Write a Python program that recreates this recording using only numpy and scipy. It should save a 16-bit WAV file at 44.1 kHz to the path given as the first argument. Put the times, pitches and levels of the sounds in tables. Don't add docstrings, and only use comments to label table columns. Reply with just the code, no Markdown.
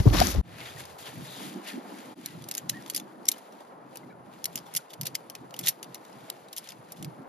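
import sys
import numpy as np
from scipy import signal
from scipy.fft import rfft, irfft, next_fast_len
from scipy.io import wavfile
from scipy.ndimage import uniform_filter1d, minimum_filter1d

SR = 44100
rng = np.random.default_rng(int(sys.argv[2]) if len(sys.argv) > 2 else 0)


def dump(signal):
    limited = np.clip(np.atleast_2d(signal).T, -1, 1)
    pcm = np.round(limited * 32767).astype(np.int16)
    wavfile.write(sys.argv[1], SR, pcm)


def undo_db(level):
    steps = np.asarray(level, float) / 20
    return 10 ** steps


N = 321048

# frequency in Hz, difference in dB.
POLE_SIDE = [(1000, 5), (1900, 0.5), (3500, 0.5), (5500, 4), (8000, 2)]
# frequency in Hz, difference in dB.
WIDE_SIDE = [(100, -2), (1000, 1.5), (1900, 0.5), (4000, 8), (5500, 2.5), (8000, 0.5)]


def rms_one(x):
    return x / np.sqrt(np.mean(x ** 2) + 1e-20)


def at_hz(points, hz):
    return np.interp(np.log(hz), np.log(np.array(points)[:, 0]), np.array(points)[:, 1])


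def in_time(rows, outside=None):
    s, *columns = np.transpose(rows)
    return [np.interp(np.arange(N) / SR, s, c, outside, outside) for c in columns]


def drift(rate):
    r = np.exp(-80 * np.pi * rate / SR)
    slow = signal.lfilter([1], [1, -2 * r, r * r], rng.standard_normal(N // 40 + 2002))[2000:]
    return np.interp(np.arange(N) / 40, np.arange(len(slow)), rms_one(slow))


def band(x, low_hz, high_hz, order=2):
    return signal.sosfilt(signal.butter(order, [low_hz, high_hz], "band", fs=SR, output="sos"), x)


def colour(x, tone):
    hz = np.maximum(np.fft.rfftfreq(N, 1 / SR), 1)
    return irfft(rfft(x) * undo_db(at_hz(tone, hz)), N)


def patchy(white, tone, patchy_db, rate, low_db=0, split_hz=1):
    white = rms_one(colour(white, tone))
    together = drift(rate)
    out, below = 0, 0
    for top in np.geomspace(2 * tone[0][0], .49 * SR, 6):
        upto = signal.sosfiltfilt(signal.butter(2, top, fs=SR, output="sos"), white)
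        gain_db = patchy_db * (together + 1.8 * drift(3.3 * rate)) + low_db * (top < split_hz)
        out = out + undo_db(gain_db) * (upto - below)
        below = upto
    return out


def ports(two, side, treble_shared=1):
    # frequency in Hz, lead of the left in radians.
    phase_lead = [(100, 0), (450, .3), (1000, 1.6), (1170, 3.14), (1400, 2.2), (1800, .2), (3200, 1.0),
                  (5000, .5), (6200, -.9), (7300, -2.3), (7800, -3.08), (8800, -3.2), (11300, -6.1),
                  (12300, -6.4), (14700, -9.36), (17000, -9.6)]
    # frequency in Hz, shared part from 0 to 1.
    likeness = [(60, 0.91), (250, 0.83), (700, 0.12), (1170, 0.46), (1400, 0.06), (1900, 0.78),
                (3500, 0.84), (5400, 0.37), (7000, 0.64), (8000, 0.36)]
    single_hz, blend_hz = 7800, 1200
    size = next_fast_len(N + 4096)
    hz = np.maximum(np.fft.rfftfreq(size, 1 / SR), 1)
    a, b = rfft(two, size)
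    apart = np.clip((single_hz - hz) / blend_hz, 0, 1)
    shared = np.clip(treble_shared + apart * (at_hz(likeness, hz) - treble_shared), 0, 1)
    lead = np.interp(hz, *np.transpose(phase_lead))
    tilt = undo_db(apart * at_hz(side, hz) / 2)
    right = (shared * a + np.sqrt(1 - shared ** 2) * b) * np.exp(-1j * lead)
    even = np.sqrt(2 / (tilt ** 2 + tilt ** -2))
    return irfft(np.array([a * tilt, right / tilt]) * even, size)[:, :N]


def from_right(x):
    return np.array([np.roll(x[0], 18), x[1]])


def swells(s, level_db, rise_s, fall_s, rest_db=-120):
    swell_db = 13.5
    t = np.arange(0, N + 64, 64) / SR - np.array(s)[:, None]
    rising = -t / np.maximum(rise_s, .003)[:, None]
    falling = t / np.maximum(fall_s, .003)[:, None]
    lost = np.maximum(rising, falling)
    power = np.sum(undo_db(2 * (level_db[:, None] - swell_db * lost)), axis=0) + undo_db(2 * rest_db)
    return np.interp(np.arange(N) / 64, np.arange(len(power)), 10 * np.log10(power))


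def swings(rows, rough):
    out = np.zeros(N)
    for s, peak_db, start_hz, end_hz, length in rows:
        u = np.arange(round(length * SR)) / (length * SR)
        pitch_hz = end_hz + (start_hz - end_hz) * (1 - u) ** 2
        swing = np.sin(2 * np.pi * np.cumsum(pitch_hz) / SR)
        out[round(s * SR):][:len(u)] += undo_db(peak_db) * swing * np.sin(np.pi * u ** 0.5)
    return out * (1 + rough * np.array([drift(126), drift(100)]))


def river(near, rush_db):
    # frequency in Hz, level in dB per Hz.
    water_tone = [(150, -42.5), (230, -15), (420, -6), (800, -5), (1200, -10), (1550, -17), (2200, -27),
                  (6000, -67)]
    # time in seconds, level in dB.
    water_level = [(.42, -59), (.6, -49.5), (1.58, -48), (2.14, -49), (2.16, -56), (2.45, -53.5),
                   (2.75, -49.5), (4.38, -52), (6.2, -50), (6.6, -53.5), (7.28, -48.5)]
    level_db = np.where(near, rush_db - 0.5, in_time(water_level)[0])
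    return ports(undo_db(level_db) * patchy(rng.standard_normal((2, N)), water_tone, 1.0, 14), WIDE_SIDE)


def insects():
    # centre in Hz, width in Hz, level in dB, phrases per second, pulses per second.
    singer = (10350, 400, -78, 3.85, 140)
    hz, width_hz, level_db, phrases, pulses = singer
    t = np.arange(N) / SR - 3.37
    gate = ((t * phrases) % 1 < .75) * (1 + np.sin(2 * np.pi * pulses * t))
    song = rms_one(band(rng.standard_normal((2, N)), hz - width_hz / 2, hz + width_hz / 2))
    return ports(undo_db(level_db + 2.0 * drift(3.0)) * gate * song, POLE_SIDE)


def bird():
    # time in seconds, pitch in Hz, level in dB.
    whistles = [
        [(2.272, 2050, -73), (2.298, 1990, -55), (2.318, 1940, -67), (2.332, 2050, -61)],
        [(2.731, 1670, -54), (2.742, 1750, -45), (2.759, 1960, -53), (2.768, 1870, -45.5), (2.785, 1900, -54),
         (2.8, 1650, -64), (2.82, 1610, -61)],
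    ]
    out = 0
    for note in whistles:
        pitch_hz = in_time(note)[0] * (1 + 0.011 * drift(80))
        level_db = in_time(note, outside=-120)[1] + 2.5 * drift(50)
        out = out + undo_db(level_db) * np.sin(2 * np.pi * np.cumsum(pitch_hz) / SR)
    return np.sqrt(2) * out


def gusts(rows, deep_db, per_doubling_db=0):
    s, level_db, half_s, depth_db = np.transpose(rows)
    brief_s = 0.66 * half_s
    deep_db = deep_db + 2.42 * depth_db + per_doubling_db * np.log2(half_s / .2)
    deep = swells(s, level_db + deep_db, brief_s, brief_s)
    middle = swells(s, level_db + depth_db, brief_s, brief_s)
    return np.array([deep, middle, swells(s, level_db, half_s, half_s)])


def wind_levels(near):
    # peak in seconds, level in dB, half length in seconds, depth in dB.
    open_gusts = [(.51, -53, 0.28, 7.5), (.8, -59.5, 0.49, 5), (1.2, -46.5, 0.13, 6.5),
                  (1.39, -57, 0.048, 11.5), (1.46, -41, 0.087, -6.5), (1.57, -34.5, 0.035, -38),
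                  (1.78, -38, 0.068, -37), (2.02, -48, 0.47, -20), (2.38, -51, 0.28, 1.5),
                  (2.73, -46, 0.16, 4), (2.97, -48, 0.27, -8), (3.3, -53, 0.48, -14.5),
                  (3.85, -55.5, 0.24, -1), (4.08, -53, 0.1, -2), (4.25, -54, 0.6, -4), (4.56, -56, 0.18, 5),
                  (4.76, -55, 0.057, 7), (5.02, -51.5, 0.06, 12.5), (5.11, -50, 0.14, -2.5),
                  (5.42, -52, 0.21, -1), (5.65, -49.5, 0.11, 1.5), (5.87, -53.5, 0.18, -2),
                  (6.16, -54, 0.19, -0.5), (6.4, -60, 0.56, -5.5), (6.8, -59, 0.2, 2.5),
                  (7.04, -45.5, 0.12, 6), (7.2, -40, 0.045, -12)]
    # peak in seconds, level in dB, half length in seconds, depth in dB.
    close_gusts = [
        (0, -35, 0.018, 11),
        (.075, -31.5, 0.015, 5),
        (.11, -47.5, 0.058, 12),
        (.148, -24.5, 0.02, -6),
        (.2, -31, .12, 1),
        (.38, -42, 0.12, 5),
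    ]
    return np.where(near, gusts(close_gusts, deep_db=5.5), gusts(open_gusts, deep_db=-21, per_doubling_db=9.5))


def buffet(deep_db, middle_db, upper_db, near):
    white = rng.standard_normal((4, 2, N))
    deep_near = rms_one(band(white[0], 42.0, 80.6))
    deep_far = rms_one(band(white[1], 72.0, 130.0, order=4))
    deep = np.where(near, deep_near, deep_far)
    middle = rms_one(band(white[2], 115.8, 180.2, order=5))
    upper = rms_one(band(white[3], 175.5, 356.0, order=5))
    lumps = undo_db(deep_db + 1.8 * drift(23)) * deep
    lumps = lumps + undo_db(middle_db - 2.4 * near + 2.8 * drift(16)) * middle
    lumps = lumps + undo_db(upper_db + 3.1 * drift(13)) * upper
    return ports(lumps, WIDE_SIDE)


def cloth(level_db, low_db, tone, side, per_s, spread_db):
    sizes = undo_db(spread_db * np.minimum(rng.exponential(1, N), 5))
    snaps = sizes * (rng.random(N) < per_s / SR)
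    crackle = signal.lfilter([1], [1, -.97], snaps) * rng.standard_normal((2, N))
    white = rng.standard_normal((2, N)) + .5 * rms_one(crackle)
    nylon = patchy(white, tone, 0.85, 20, low_db=low_db + 2.0, split_hz=6500)
    return ports(undo_db(level_db) * band(nylon, 250.0, 19000), side)


def flapping(near):
    # time in seconds, level in dB, low part in dB.
    flaps = [
        (0, -42, 16),
        (.012, -46.5, 7),
        (.125, -47, 8),
        (.134, -34.5, 11.5),
        (.222, -34, 12.5),
        (.238, -32.5, 8.5),
        (.32, -34.5, 2.5),
        (.335, -44.5, 10),
        (.412, -58, 15),
    ]
    # start in seconds, peak in dB, start pitch in Hz, end pitch in Hz, length in seconds.
    taut_slaps = [
        (.064, -7.5, 172, 57, .036),
        (0, -17, 60, 45, .03),
        (.383, -18, 75, 50, .03),
        (.056, -20, 430, 240, .0156),
        (.2135, -14, 640, 760, .014),
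        (.347, -27, 480, 570, .01),
        (.352, -21, 140, 50, .06),
    ]
    # frequency in Hz, level in dB per Hz.
    flap_tone = [(700, -50), (1200, -14), (2600, -16), (5300, -9), (7700, -9.5), (13800, -13), (15600, -45)]
    # frequency in Hz, difference in dB.
    flap_side = [(60, 2), (400, 8), (1200, 3.6), (2500, 11), (4500, 10.5), (6200, 10), (8000, 6)]
    flaps_now = near * cloth(*in_time(flaps), flap_tone, flap_side, per_s=650, spread_db=8.2)
    return flaps_now + from_right(swings(taut_slaps, rough=0.71) * undo_db([[1.5], [-1.5]]))


def rustling(near, tent):
    # peak in seconds, level in dB, rise in seconds, fall in seconds, low part in dB.
    drags = [
        (.66, -44, 0.15, 0.14, 3.5),
        (0.798, -38.5, 0.04, 0.042, -5),
        (.9, -50.5, 0.18, 0.13, -2),
        (0.987, -40.5, 0.0062, 0.068, -10.5),
        (1.072, -43, .075, 0.067, 0.5),
        (1.25, -47.5, 0.22, 0.18, -4),
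        (1.45, -40, 0.265, 0.127, -5.5),
        (1.684, -39.5, 0.047, 0.075, 0.5),
        (1.97, -51, 0.35, 0.56, -1),
    ]
    # peak in seconds, level in dB, rise in seconds, fall in seconds.
    brushes = [(2.28, -51, 0.21, 0.3), (2.56, -52, 0.095, 0.09), (2.73, -53.5, 0.05, 0.46),
               (2.971, -56, 0.54, 0.042), (3.299, -52, .05, 0.2), (3.58, -60.5, 0.46, 0.28),
               (3.96, -57, 0.095, 0.18), (4.36, -58, 0.15, 0.39), (4.56, -56.5, 0.14, 0.14),
               (4.77, -50, 0.1, 0.07), (4.91, -64, 0.19, 0.16), (5.05, -58.5, 0.083, 0.66),
               (5.67, -45.5, 0.094, 0.059), (6.3, -56, 1, 0.28), (6.68, -51.5, 0.19, 0.085),
               (6.95, -59, 0.48, 0.45)]
    # frequency in Hz, level in dB per Hz.
    rustle_tone = [(700, -36.5), (1200, -6), (1900, -4), (4800, -7.5), (5600, -13), (8000, -7.5),
                   (13000, -16.5), (16500, -12)]
    rest_db = -81
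    *stroke, low_db = np.transpose(drags)
    drag_db = swells(*stroke, rest_db=rest_db)
    brush_db = swells(*np.transpose(brushes), rest_db=rest_db)
    level_db = np.where(tent, drag_db, brush_db)
    low_db = np.where(tent, np.interp(np.arange(N) / SR, stroke[0], low_db), -1.5)
    return ~near * cloth(level_db, low_db, rustle_tone, WIDE_SIDE, per_s=1200, spread_db=4.6)


def fold():
    # peak in seconds, level in dB, rise in seconds, fall in seconds, pitch in Hz.
    slides = [
        (.62, -57.5, 0.054, .08, 2120),
        (.7, -57, .05, 0.028, 3580),
        (1.069, -45.5, 0.054, 0.019, 3380),
        (1.3, -49.5, 0.06, 0.21, 3820),
        (1.449, -51, 0.17, 0.042, 3240),
        (1.687, -54, 0.033, 0.042, 2870),
    ]
    s, level_db, rise_s, fall_s, hz = np.transpose(slides)
    wide = signal.sosfilt(signal.butter(2, 350.0, fs=SR, output="sos"), rng.standard_normal((2, N)))
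    carrier = np.cos(2 * np.pi * np.cumsum(np.interp(np.arange(N) / SR, s, hz)) / SR)
    return ports(undo_db(swells(s, level_db, rise_s, fall_s)) * rms_one(wide * carrier), WIDE_SIDE)


def squeaks():
    # start in seconds, peak in dB, start pitch in Hz, end pitch in Hz, length in seconds.
    slips = [(.59, -54, 2700, 2600, .03), (.61, -49, 2210, 2100, 0.023), (.655, -49, 3800, 3600, 0.027),
             (.66, -52, 2200, 1800, 0.034), (.678, -48, 2930, 3670, 0.049), (2.272, -62, 4050, 4400, .045),
             (2.303, -60, 5200, 5150, 0.027), (2.34, -59, 4400, 3820, .02), (.768, -43, 1850, 1900, .015),
             (1.66, -48, 1820, 1860, .035), (1.665, -46, 2700, 2900, .04), (1.695, -44, 1850, 1780, 0.015),
             (1.712, -46, 1780, 1810, 0.021)]
    return swings(slips, rough=0.6)


def knocks():
    # start in seconds, peak in dB, start pitch in Hz, end pitch in Hz, length in seconds.
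    hollow_ends = [
        (4.032, -54, 2090, 2050, 0.012),
        (4.098, -66, 4070, 3800, 0.015),
        (4.101, -57, 2350, 2250, .012),
        (4.111, -57, 1980, 2450, 0.012),
        (4.104, -57, 1700, 1700, 0.015),
        (4.12, -54.5, 1490, 1410, 0.023),
        (4.79, -47, 1430, 1440, 0.01),
    ]
    return swings(hollow_ends, rough=0.27)


def contacts():
    # peak in seconds, level in dB, dull part in dB, rattle t60 in seconds, loudest mode in Hz.
    clacks = [(2.2603, -24, 0.5, .025, 4100), (2.4875, -29.5, -3, .02, 4530), (2.5129, -25, 2, .028, 5100),
              (2.551, -23.5, -2.5, 0.025, 5160), (2.5797, -23, 3.5, .028, 7300),
              (2.6953, -19.5, 2, .035, 6670), (2.8996, -25.5, -1, .038, 4550),
              (2.9468, -23, 0.5, 0.047, 4640), (2.963, -19.5, -2.5, .05, 5140),
              (2.977, -27, 3, 0.057, 4240), (3.2846, -20.5, -4.5, 0.025, 4400),
              (3.2873, -5, -7.5, .022, 5900), (3.3165, -24, -4.5, .03, 4200),
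              (4.4428, -22.5, -1.5, .015, 5460), (4.4559, -20, 0.5, 0.0182, 4460),
              (4.557, -22.5, -1.5, .025, 6250), (4.7506, -25, 1, .025, 2200),
              (4.763, -25.5, -8, 0.036, 4750), (4.7634, -19.5, -9, .03, 6600), (4.768, -19, -2, .02, 4800),
              (4.7717, -20.5, -31, 0.029, 5040), (5.0126, -23, -0.5, .021, 4970),
              (5.056, -30, 7, 0.073, 4600), (5.0673, -24.5, 5, .035, 4600),
              (5.1524, -20.5, 4.5, 0.025, 5100), (5.591, -25, 0, 0.043, 2410), (5.6628, -25, -2, .03, 7000),
              (5.6715, -19, 8, .03, 3700), (5.683, -17, 6, 0.033, 4300), (5.6859, -17, -12, .015, 3560),
              (5.689, -14, -6, 0.012, 3150), (5.6923, -19.5, 0.5, 0.04, 5660),
              (5.829, -30, 5.5, 0.045, 2790), (5.9453, -32, 3.5, 0.028, 5700),
              (6.301, -23.5, 3, .016, 3960), (6.5648, -30, -1, 0.028, 5340), (6.581, -29, -1, 0.041, 5330),
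              (6.921, -33.5, -13, 0.029, 5300), (7.0464, -33, 7.5, 0.033, 5100)]
    # peak in seconds, level in dB, dull part in dB, loudest mode in Hz.
    ticks = [(0.854, -40, 17, 4800), (2.4407, -41, 16, 6100), (2.49, -36, -5, 6500), (2.54, -35, 5, 5300),
             (2.5707, -35.5, 0.5, 2900), (2.5751, -35, -0.5, 4000), (2.7706, -48, 21, 2500),
             (2.8233, -45, 14, 1800), (2.8621, -37.5, 14, 1850), (2.9371, -40.5, 12.5, 2800),
             (3.255, -36.5, 1.5, 5600), (3.2681, -40, 13, 5500), (3.3385, -44.5, 10.5, 3000),
             (3.9572, -35.5, 3, 2700), (3.9719, -32, -4, 4600), (4.5693, -38, 2, 2900),
             (4.5758, -32.5, 10, 5200), (4.5883, -37.5, 7.5, 5500), (4.7395, -31, -7, 5500),
             (4.938, -38, 6, 4800), (5.017, -31, -5, 5100), (5.0331, -35, 4.5, 5100), (5.08, -40, 14, 4100),
             (5.2996, -31.5, -1, 3200), (5.3519, -33.5, 9.5, 2600), (5.5078, -45.5, 23, 4300),
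             (5.5407, -33.5, 9, 2900), (5.6115, -39, 3, 2400), (5.6493, -36, 10, 4200),
             (5.9544, -38, 12, 5800), (6.0507, -48.5, 21.5, 3700), (6.1285, -50, 19.5, 5300),
             (6.4851, -45.5, 20, 3700), (6.5296, -34.5, 4.5, 3700), (6.575, -33, 1, 3000),
             (6.673, -42, 15, 3100), (6.6894, -34, 19, 5200), (6.7054, -41, 6, 4800),
             (6.7203, -40, 14, 4900), (7.0263, -34.5, 2, 3100)]
    # peak in seconds, level in
    # dB, build-up in ms.
    rubs = [(2.4225, -45.5, 1.5), (2.7152, -49.5, 5), (2.88, -43, 6), (2.9995, -33.5, 1.8),
            (3.3825, -47, 2.5), (3.5244, -51, 7.6), (3.606, -51.5, 5.1), (4.53, -49.5, 9),
            (4.666, -50, 11.3), (4.905, -43.5, 6.4), (5.565, -40, 1.7), (5.639, -35.5, 12), (5.658, -31, 4),
            (5.68, -28, 3.8), (6.594, -48, 3), (6.64, -48, 6.1), (6.7, -44, 4.4), (6.9718, -49, 22),
            (5.1485, -38, 3), (4.934, -42, 1.5), (2.692, -40, 2), (2.5207, -40, 1), (6.5685, -37, 1),
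            (5.8436, -43, 1), (5.0535, -40, 1.5)]
    meetings = []
    for s, db, dull_db, t60, hz in clacks:
        build_ms = 0.72 * undo_db(0.6 * (db + 25))
        meetings.append((s, db, dull_db, build_ms, t60, hz))
    for s, db, dull_db, hz in ticks:
        meetings.append((s, db, dull_db, 0.7, 0.03, hz))
    for s, db, build_ms in rubs:
        meetings.append((s, db, 7.5, build_ms, 17 * build_ms / 1000, 3480))
    return meetings


def resonance(z, mode_hz, width_hz):
    r, w = np.exp(-np.pi * width_hz / SR), 2 * np.pi * mode_hz / SR
    return (1 - r * r) / 2 * (1 - z * z) / (1 - 2 * r * np.cos(w) * z + r * r * z * z)


def poles():
    # frequency in Hz, width in Hz.
    rod_modes = [(2050, 200), (3030, 220), (3700, 88), (4470, 100), (5400, 200), (6150, 190), (7500, 450),
                 (9100, 1100), (10300, 270), (11800, 430), (12700, 500), (14500, 1000)]
    # frequency in Hz, level in dB per Hz.
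    clack_tone = [(700, -28), (1300, -16), (2700, -6), (4500, -3.5), (7500, -1), (12000, -2), (14600, -4),
                  (16500, -19.5)]
    size, early, smooth = 4096, 512, 40
    out = np.zeros((2, N + size))
    t = (np.arange(size) - early) / SR
    hz = np.maximum(np.fft.rfftfreq(size, 1 / SR), 1)
    z = np.exp(-2j * np.pi * hz / SR)
    for s, level_db, dull_db, build_ms, t60, loud_hz in contacts():
        lumps = uniform_filter1d(rng.standard_normal(size), smooth) * np.sqrt(smooth)
        rattle = rng.standard_normal((2, size)) * undo_db(3.5 * rng.standard_normal(size) + 2.4 * lumps)

        build_ms = max(build_ms, .2)
        build = undo_db(12 * t * 1000 / build_ms) * (t > -.002 * build_ms)
        approach = undo_db(-40 + 650 * t)
        release = undo_db(-60 * np.abs(t) / max(t60, .004)) + undo_db(-33.0 - 60 * t / 0.19)
        crack = (t >= 0) * undo_db(-60 * t / 0.005)
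        shape = np.where(t < 0, build + approach, release) + crack

        body = 0.71 + undo_db(4.5) * resonance(z, loud_hz, 250)
        for (mode_hz, width_hz), (pull, push) in zip(rod_modes, rng.standard_normal((len(rod_modes), 2))):
            mode = resonance(z, mode_hz * (1 + 0.05 * pull), width_hz)
            body = body + undo_db(-2.0 + 4.8 * np.clip(push, -2, 1.2)) * mode
        dull = 1 + (undo_db(dull_db + 0.5) - 1) / (1 + 1j * hz / 7000) ** 2
        hit = irfft(rfft(rattle * shape) * body * dull * undo_db(at_hz(clack_tone, hz)), size)
        peak = np.sqrt(uniform_filter1d(hit[0] ** 2, smooth).max())
        at = round(s * SR) - early
        out[:, at:at + size] += undo_db(level_db) * hit / peak
    return ports(out[:, :N], POLE_SIDE, treble_shared=0.97)


def scene():
    # time in seconds, fade out in seconds, fade in in seconds.
    changes = [
        (0.415, 0.0025, 0.051),
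        (2.148, 0.015, 0.034),
    ]
    t = np.arange(N) / SR
    near, tent = t < changes[0][0], t < changes[1][0]
    wind_db = wind_levels(near)
    air = buffet(*wind_db, near) + river(near, wind_db[2])
    air = np.where(near, from_right(air), air)
    fabric = flapping(near) + rustling(near, tent) + fold() + squeaks()
    mix = air + insects() + bird() + fabric + knocks() + poles()
    mix = signal.sosfiltfilt(signal.butter(2, 30.0, "high", fs=SR, output="sos"), mix, padtype="even")
    for s, fade_out, fade_in in changes:
        mix = mix * np.clip(np.maximum((s - t) / fade_out, (t - s) / fade_in), .05, 1)
    return mix


def top_cut(x):
    return signal.sosfilt(signal.butter(12, 15770, fs=SR, output="sos"), x)


def record(dry):
    limit, span = .95, 41
    cut = signal.sosfilt(signal.cheby2(8, 50, 17000, fs=SR, output="sos"), dry)
    room = limit / np.maximum(np.abs(cut).max(axis=0), limit)
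    held = cut * uniform_filter1d(minimum_filter1d(room, span), span)
    return top_cut(held)


dry = scene()
out = record(dry)
dump(out)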